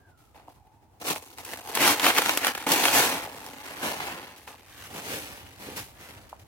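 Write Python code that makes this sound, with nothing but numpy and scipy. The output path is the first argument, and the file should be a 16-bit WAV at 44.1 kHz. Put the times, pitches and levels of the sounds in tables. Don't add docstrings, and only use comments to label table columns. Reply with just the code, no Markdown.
import sys
import numpy as np
from scipy import signal
from scipy.fft import rfft, irfft, next_fast_len
from scipy.io import wavfile
from scipy.ndimage import uniform_filter1d, map_coordinates

SR = 44100
rng = np.random.default_rng(int(sys.argv[2]) if len(sys.argv) > 2 else 0)


def pcm_store(signal):
    levels = np.round(np.clip(np.atleast_2d(signal), -1, 1) * 32767)
    wavfile.write(sys.argv[1], SR, levels.astype(np.int16).T)


N = 285327
TIME = np.arange(N) / SR

# frequency in Hz, relative level in dB.
AIR_SPECTRUM = [(25, -32), (55, -4.5), (100, 2.5), (170, -12), (300, -10), (550, -17), (800, -12),
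                (1300, -24.5), (4000, -35), (15000, -38.5)]
# time in seconds, level in dB.
RUMBLE_LEVELS = [(0, -59.5), (.9, -59.5), (1.3, -58.5), (3.3, -57), (4.5, -62), (5, -55), (6.1, -53),
                 (6.47, -55)]
# time in seconds, frequency in Hz, level in dB.
WHINE_GLIDES = [
    [(0, 1650, -76), (.06, 1620, -64.5), (.17, 1370, -69.5), (.27, 1320, -71), (.36, 1220, -78.5)],
    [(.54, 810, -77), (.64, 800, -64), (.72, 830, -65), (.8, 880, -69), (.9, 880, -68), (.99, 780, -69)],
]
# frequency in Hz, relative level in dB.
LEAF_SPECTRUM = [(41, -73), (70, -18.5), (228, -6.5), (274, -1), (376, -6), (494, -3), (579, -4.5),
                 (834, -2), (1280, -4), (2540, -2.5), (4280, -7.5), (7390, -11.5), (12500, -10),
                 (14900, -14), (16000, -16)]
# start in seconds, level in dB, time to fall 60 dB in seconds.
BLADE_FLICKS = [(.175, -62, 0.93), (.351, -63, 0.2), (.49, -63, 0.48), (1, -48, .12), (1.447, -47, .44),
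                (2.717, -20.5, 0.21), (3.832, -41, 0.46), (4.362, -50.5, 0.89), (4.474, -52, 0.22),
                (5.763, -38, .48), (6.292, -52, 0.15)]
# start in seconds, crunch level in dB, attack, hold
# and time to fall 20 dB in seconds, then body and crisp edges in dB relative to the crunch.
FOOT_PRESSES = [(0.335, -56, 0.017, 0.002, 0.12, 2, -9.5), (0.455, -65.5, 0.017, 0.034, 0.085, 10, -4),
                (0.997, -41.5, 0.022, 0.0067, 0.051, 3, -2), (1, -28.9, 0.1, 0.012, 0.047, 2.6, -0.2),
                (1.134, -40.0, 0.026, 0.016, 0.039, 1.5, 0.5), (1.198, -50.5, 0.029, 0.0, 0.26, 1.5, 1.5),
                (1.355, -43.0, 0.15, 0.066, 0.22, 0.3, -1.6), (1.36, -46.5, 0.018, 0.0075, 0.17, 0.5, -2.5),
                (1.58, -40.5, 0.12, 0.05, 0.1, 2.5, -1.5), (1.728, -29, 0.032, 0.0077, 0.099, -3.5, -6),
                (1.751, -20.5, 0.076, 0.088, 0.069, 0, -3.0), (1.942, -21.5, 0.11, 0.045, 0.06, -3.6, -5),
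                (2.077, -24, 0.1, 0.0095, 0.097, -2.5, -3), (2.179, -29.5, 0.074, 0.045, 0.25, -0.2, -2),
                (2.35, -27.0, 0.11, 0.028, 0.06, -3.5, -6), (2.506, -41.0, 0.047, 0.076, 0.1, -3, -6.2),
                (2.66, -29.5, 0.008, 0.012, 0.098, 3, -3.4), (2.662, -26, 0.047, 0.18, 0.1, 1, -2.3),
                (2.885, -21, 0.061, 0.056, 0.19, 0.5, -1.7), (2.991, -33.5, 0.121, 0.054, 0.2, 1.5, -7),
                (3.155, -46.5, 0.25, 0.078, 0.23, 3.5, -3), (3.377, -42.5, 0.3, 0.1584, 0.2, 0, -5),
                (3.794, -31, 0.045, 0.062, 0.14, 1, -5), (3.944, -36.0, 0.059, 0.08, 0.33, -1, -8),
                (4.446, -47, 0.029, 0.0087, 0.21, 2, -5), (4.477, -45.5, 0.38, 0.012, 0.08, -6, -3.5),
                (4.847, -42.0, 0.11, 0.029, 0.15, 4, -2), (4.901, -36, 0.227, 0.016, 0.26, 1.5, -1.1),
                (5.098, -48, 0.19, 0.049, 0.8, -2.95, -5), (5.561, -45.5, 0.059, 0.11, 0.22, 1.8, -3.5),
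                (5.737, -38, 0.033, 0.02, 0.078, 0.3, -2), (5.908, -48.5, 0.103, 0.052, 0.35, -1.5, -5),
                (6.381, -57.9, 0.016, 0.003, 0.081, -2.2, -1.1)]
# time in seconds, thinness from 0 to 1.
GROUND_THINNESS = [(3, 0.01), (3.4, .4), (4.3, .45), (4.9, 0.99)]
# time in seconds, lead of the left microphone in ms.
FOOT_BEARING = [(0, .06), (1.11, 0.19), (1.8, 0.058), (3, 0.085), (4.1, .18), (5.1, -.18), (6.4, -0.13)]
# lower and upper
# edge in Hz, offset from the body level in dB, dB lost per dB of effort, dB gained on thin ground,
# dB gained per dB of dullness.
BODY_BANDS = [(62, 193, -24, 0.0244, 8, 0.83), (238.4, 575, -8.5, 0.06, 1, 0),
              (716, 960, -6, 0.1132, -5, 0.5)]
# start in seconds, level in dB, pitch in Hz.
HOLLOW_KNOCKS = [(.357, -39, 810), (0.482, -31.5, 786), (1.161, -23, 744), (2.19, -14.5, 435),
                 (2.668, -19, 353), (3.275, -26, 650), (3.916, -21.5, 820.7), (4.084, -24, 800.3),
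                 (4.543, -36, 883), (5.686, -23.5, 378), (6.328, -25, 865)]
# start in seconds, nominal peak in dB, treble boost in dB.
RIB_SNAPS = [(.671, -52, -4), (1.16, -20.5, -11), (1.384, -23, 1), (1.45, -20, 8), (1.535, -16, 0),
             (1.752, -6.5, 10), (1.773, -5, -5), (1.877, 0, -1), (1.997, -7, -5), (2.044, -3, 2),
             (2.066, 0.5, -4.5), (2.083, -4.5, -7), (2.103, -3.5, -14), (2.178, -6, -12), (2.184, 1, -5),
             (2.22, -7, -2), (2.261, -6.5, -4), (2.294, -1.5, -8), (2.374, -2.5, 3.5), (2.447, -4.5, -0.5),
             (2.469, -3.5, 1), (2.551, -12, -4.5), (2.577, -15, -4), (2.668, -11, -15), (2.719, -2.5, 18),
             (2.838, -4.5, -6), (2.854, -0.5, -1), (2.883, -5.5, -8), (3.25, -23, -15), (3.464, -23.5, 6),
             (4.005, -15, -17), (4.477, -24, -10), (5.466, -34, -10), (6.108, -30, -4)]


def amp(db):
    return 10 ** (np.asarray(db) / 20)


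def unit(x):
    return x / np.sqrt(np.mean(x ** 2) + 1e-20)


def along(points, hz):
    knots_hz, db = np.transpose(points)
    return np.interp(np.log(hz + 1), np.log(knots_hz), db)


def curves(rows):
    times, *columns = np.transpose(rows)
    return [np.interp(TIME, times, column) for column in columns]


def wobble(rate):
    return map_coordinates(rng.standard_normal(int(N * rate / SR) + 4), [TIME * rate], order=2)


def filtered(x, gain, size=8192):
    cepstrum = irfft(np.log(np.maximum(gain(np.fft.rfftfreq(size, 1 / SR)), 1e-6)))
    cepstrum[1:size // 2] *= 2
    cepstrum[size // 2 + 1:] = 0
    response = irfft(np.exp(rfft(cepstrum)))[:size // 2]
    padded = next_fast_len(x.shape[-1] + size // 2, real=True)
    return irfft(rfft(x, padded) * rfft(response, padded), padded)[..., :x.shape[-1]]


def below(hz, edge_hz, order=3):
    return 1 / np.sqrt(1 + (hz / edge_hz) ** (2 * order))


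def above(hz, edge_hz, order=3):
    return (hz / edge_hz) ** order * below(hz, edge_hz, order)


def add(track, start_s, sound):
    part = track[:, max(round(start_s * SR), 0):][:, :sound.shape[1]]
    part += sound[:, :part.shape[1]]


def diffuse(size, split_hz):
    mid, side = rng.standard_normal((2, size))
    side = signal.lfilter([1, -1], [1, -np.exp(-2 * np.pi * split_hz / SR)], side)
    return np.array([mid + side, mid - side])


def outdoor_rumble():
    air = diffuse(N, split_hz=920) + amp([[-14], [-9]]) * rng.standard_normal((2, N))
    rumble = unit(filtered(air, lambda hz: amp(along(AIR_SPECTRUM, hz))))
    draught = filtered(rng.standard_normal((2, N)), lambda hz: above(hz, 59, order=4) * below(hz, 79))
    draught = unit(draught * amp(3 * wobble(4.8)))
    level_db, = curves(RUMBLE_LEVELS)
    return amp(level_db) * (rumble * amp(2.1 * wobble(30)) + amp([[-18], [-6]]) * draught)


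def far_whine(width_hz=85, fade_s=0.043, overtone_db=-24):
    tone = np.zeros(N)
    for glide in WHINE_GLIDES:
        pitch_hz, db = curves(glide)
        inside_s = np.minimum(TIME - glide[0][0], glide[-1][0] - TIME)
        gate = np.clip(inside_s / fade_s + 1, 0, 1)
        blur = wobble(2 * width_hz) + 1j * wobble(2 * width_hz)
        phasor = np.exp(2j * np.pi * np.cumsum(pitch_hz) / SR)
        tone += gate * amp(db) * unit(np.real(blur * (phasor + amp(overtone_db) * phasor ** 3)))
    return filtered(tone, lambda hz: below(hz, 3000))


def blade_flicks(grain_db=3):
    envelope, t = np.zeros((1, N)), np.arange(SR // 2) / SR
    for start, db, t60 in BLADE_FLICKS:
        add(envelope, start, amp(db - 60 * t / t60)[None])
    noise = diffuse(N, split_hz=900)
    hiss = filtered(noise, lambda hz: amp(along(LEAF_SPECTRUM, hz)) * above(hz, 4000, order=1))
    return envelope * unit(hiss * amp(grain_db * wobble(700)))


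def press_levels():
    power = np.zeros((3, N)) + amp(-100) ** 2
    for start, db, attack_s, hold_s, release_s, body_db, crisp_db in FOOT_PRESSES:
        swell = np.clip((TIME - start) / attack_s, 0, 1) ** 2
        ebb_db = -20 * np.clip((TIME - start - attack_s - hold_s) / release_s, 0, 6)
        power += (swell * amp(db + ebb_db) * amp([[0], [body_db], [crisp_db]])) ** 2
    return 10 * np.log10(power)


def collapses(per_s, fade_s):
    kicks = (rng.random(N) < per_s / SR) * rng.uniform(0.69, 1, N)
    level = signal.lfilter([1], [1, -np.exp(-1 / (fade_s * SR))], kicks)
    return unit(level - level.mean())


def fracture(crack_t60, ring_hz, ring_cycles, ring_db, scatter_db, scatter_t60):
    t = np.arange(SR // 14) / SR
    crack = unit(np.tanh(2 * rng.standard_normal(len(t))) * amp(-60 * t / crack_t60))
    stiffness = np.exp(.5 * rng.standard_normal())
    hz = ring_hz * stiffness
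    ring = np.sqrt(stiffness) * unit(np.sin(2 * np.pi * hz * t) * amp(-60 * t * hz / ring_cycles))
    scatter = unit(diffuse(len(t), split_hz=690) * amp(-60 * t / scatter_t60))
    return unit(crack + amp(ring_db) * ring + amp(scatter_db) * scatter)


def crackle(per_s, size_db, clump_db, spread_ms, leaf_count=18):
    lead_ms, = curves(FOOT_BEARING)
    onsets = np.flatnonzero(rng.random(N) < per_s / SR)
    surge = np.minimum(collapses(per_s=110, fade_s=0.04)[onsets], 2)
    surge_db = clump_db * np.sqrt(1500 / per_s[onsets]) * surge
    jitter_db = size_db * np.clip(rng.standard_normal(N)[onsets], -2, 1.6)
    size = amp(surge_db + jitter_db) * rng.choice([-1, 1], N)[onsets]
    size /= np.sqrt(per_s[onsets])
    half_lag = (lead_ms[onsets] + spread_ms * rng.standard_normal(N)[onsets]) * SR / 2000
    arrivals = np.rint([onsets - half_lag, onsets + half_lag]).astype(int) % N
    swarm = np.zeros((2, N))
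    for k in range(leaf_count):
        breaks = np.array([np.bincount(side[k::leaf_count], size[k::leaf_count], N) for side in arrivals])
        leaf = fracture(crack_t60=.003, ring_hz=1900, ring_cycles=16, ring_db=-12,
                        scatter_db=-3, scatter_t60=.05)
        swarm += signal.oaconvolve(breaks, leaf, axes=1)[:, :N]
    return swarm


def bending(x, depth_db):
    spectra = signal.stft(x, nperseg=1024)[2]
    peaks = uniform_filter1d(rng.standard_normal(spectra.shape[1:]), size=3, axis=0)
    peaks = uniform_filter1d(peaks, size=7, axis=1)
    return signal.istft(spectra * amp(depth_db * unit(peaks)), nperseg=1024)[1][:, :N]


def footsteps(medium_press_db=-35, medium_per_s=1100, doubling_db=8.5, thin_doublings=2.3):
    crunch_db, body_db, crisp_db = press_levels()
    thin, = curves(GROUND_THINNESS)
    effort_db, dull_db = crunch_db - medium_press_db, crunch_db - crisp_db
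    per_s = np.maximum(medium_per_s * 2 ** (effort_db / doubling_db + thin_doublings * thin), 650)
    swarm = bending(crackle(per_s, size_db=0.34, clump_db=0.8, spread_ms=.085), depth_db=1.97)

    def band(lo_hz, hi_hz):
        return unit(filtered(swarm, lambda hz: amp(along(LEAF_SPECTRUM, hz))
                             * above(hz, lo_hz, order=6) * below(hz, hi_hz, order=6)))

    body = sum(amp(body_db + db - loss * effort_db + thin_db * thin + gain * dull_db) * band(lo_hz, hi_hz)
               for lo_hz, hi_hz, db, loss, thin_db, gain in BODY_BANDS)
    tilt_db = 0.21 * dull_db
    lower = amp(crunch_db - 5 + tilt_db) * band(1157, 2035)
    upper = amp(crunch_db - 4.5 - tilt_db) * band(2620, 4590)
    crisp = amp(crisp_db) * band(5440, 18500)
    return body + lower + upper + crisp


def hollow_knocks(swell_s=0.00057, tail_db=-19, tail_t60=0.13):
    track, t = np.zeros((2, N)), np.arange(SR // 5) / SR
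    for start, db, pitch_hz in HOLLOW_KNOCKS:
        mode = np.sin(2 * np.pi * pitch_hz * t) * t / swell_s * np.exp(1 - t / swell_s)
        knock = filtered(mode, lambda hz: above(hz, .6 * pitch_hz) * below(hz, 1.5 * pitch_hz, order=6))
        tail = filtered(diffuse(len(t), split_hz=550),
                        lambda hz: above(hz, .7 * pitch_hz, order=2) * below(hz, 1.25 * pitch_hz, order=6))
        add(track, start, amp(db) * (knock + unit(tail) * amp(tail_db - 60 * t / tail_t60)))
    return track


def rib_snaps(lead_ms=.08, spread_ms=.05, tear_s=0.0018, tear_db=-6, crest_db=15):
    track = np.zeros((2, N))
    for start, db, treble_db in RIB_SNAPS:
        crack, tear = [fracture(crack_t60=.006, ring_hz=1600, ring_cycles=12, ring_db=-12,
                                scatter_db=-5, scatter_t60=.08) for _ in range(2)]
        add(crack, tear_s * rng.uniform(.5, 1.7), amp(tear_db) * tear)
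        snap = filtered(crack, lambda hz: amp(along(LEAF_SPECTRUM, hz) + treble_db * above(hz, 4800))
                        * above(hz, 300, order=2), size=2048)
        snap *= amp(db - crest_db) / np.std(snap[:, :SR // 200])
        half_lag_s = (lead_ms + spread_ms * rng.standard_normal()) / 2000
        add(track, start - half_lag_s, snap * [[1], [0]])
        add(track, start + half_lag_s, snap * [[0], [1]])
    return track


def scene():
    return footsteps() + blade_flicks() + hollow_knocks() + far_whine() + outdoor_rumble() + rib_snaps()


def record(dry, ceiling=.85, top_hz=16000):
    rounded = dry / (1 + (dry / ceiling) ** 4) ** .25
    padded = next_fast_len(N + SR // 2)
    passband = np.fft.rfftfreq(padded, 1 / SR) < top_hz
    return irfft(rfft(rounded, padded) * passband, padded)[:, :N]


dry = scene()
out = record(dry)
pcm_store(out)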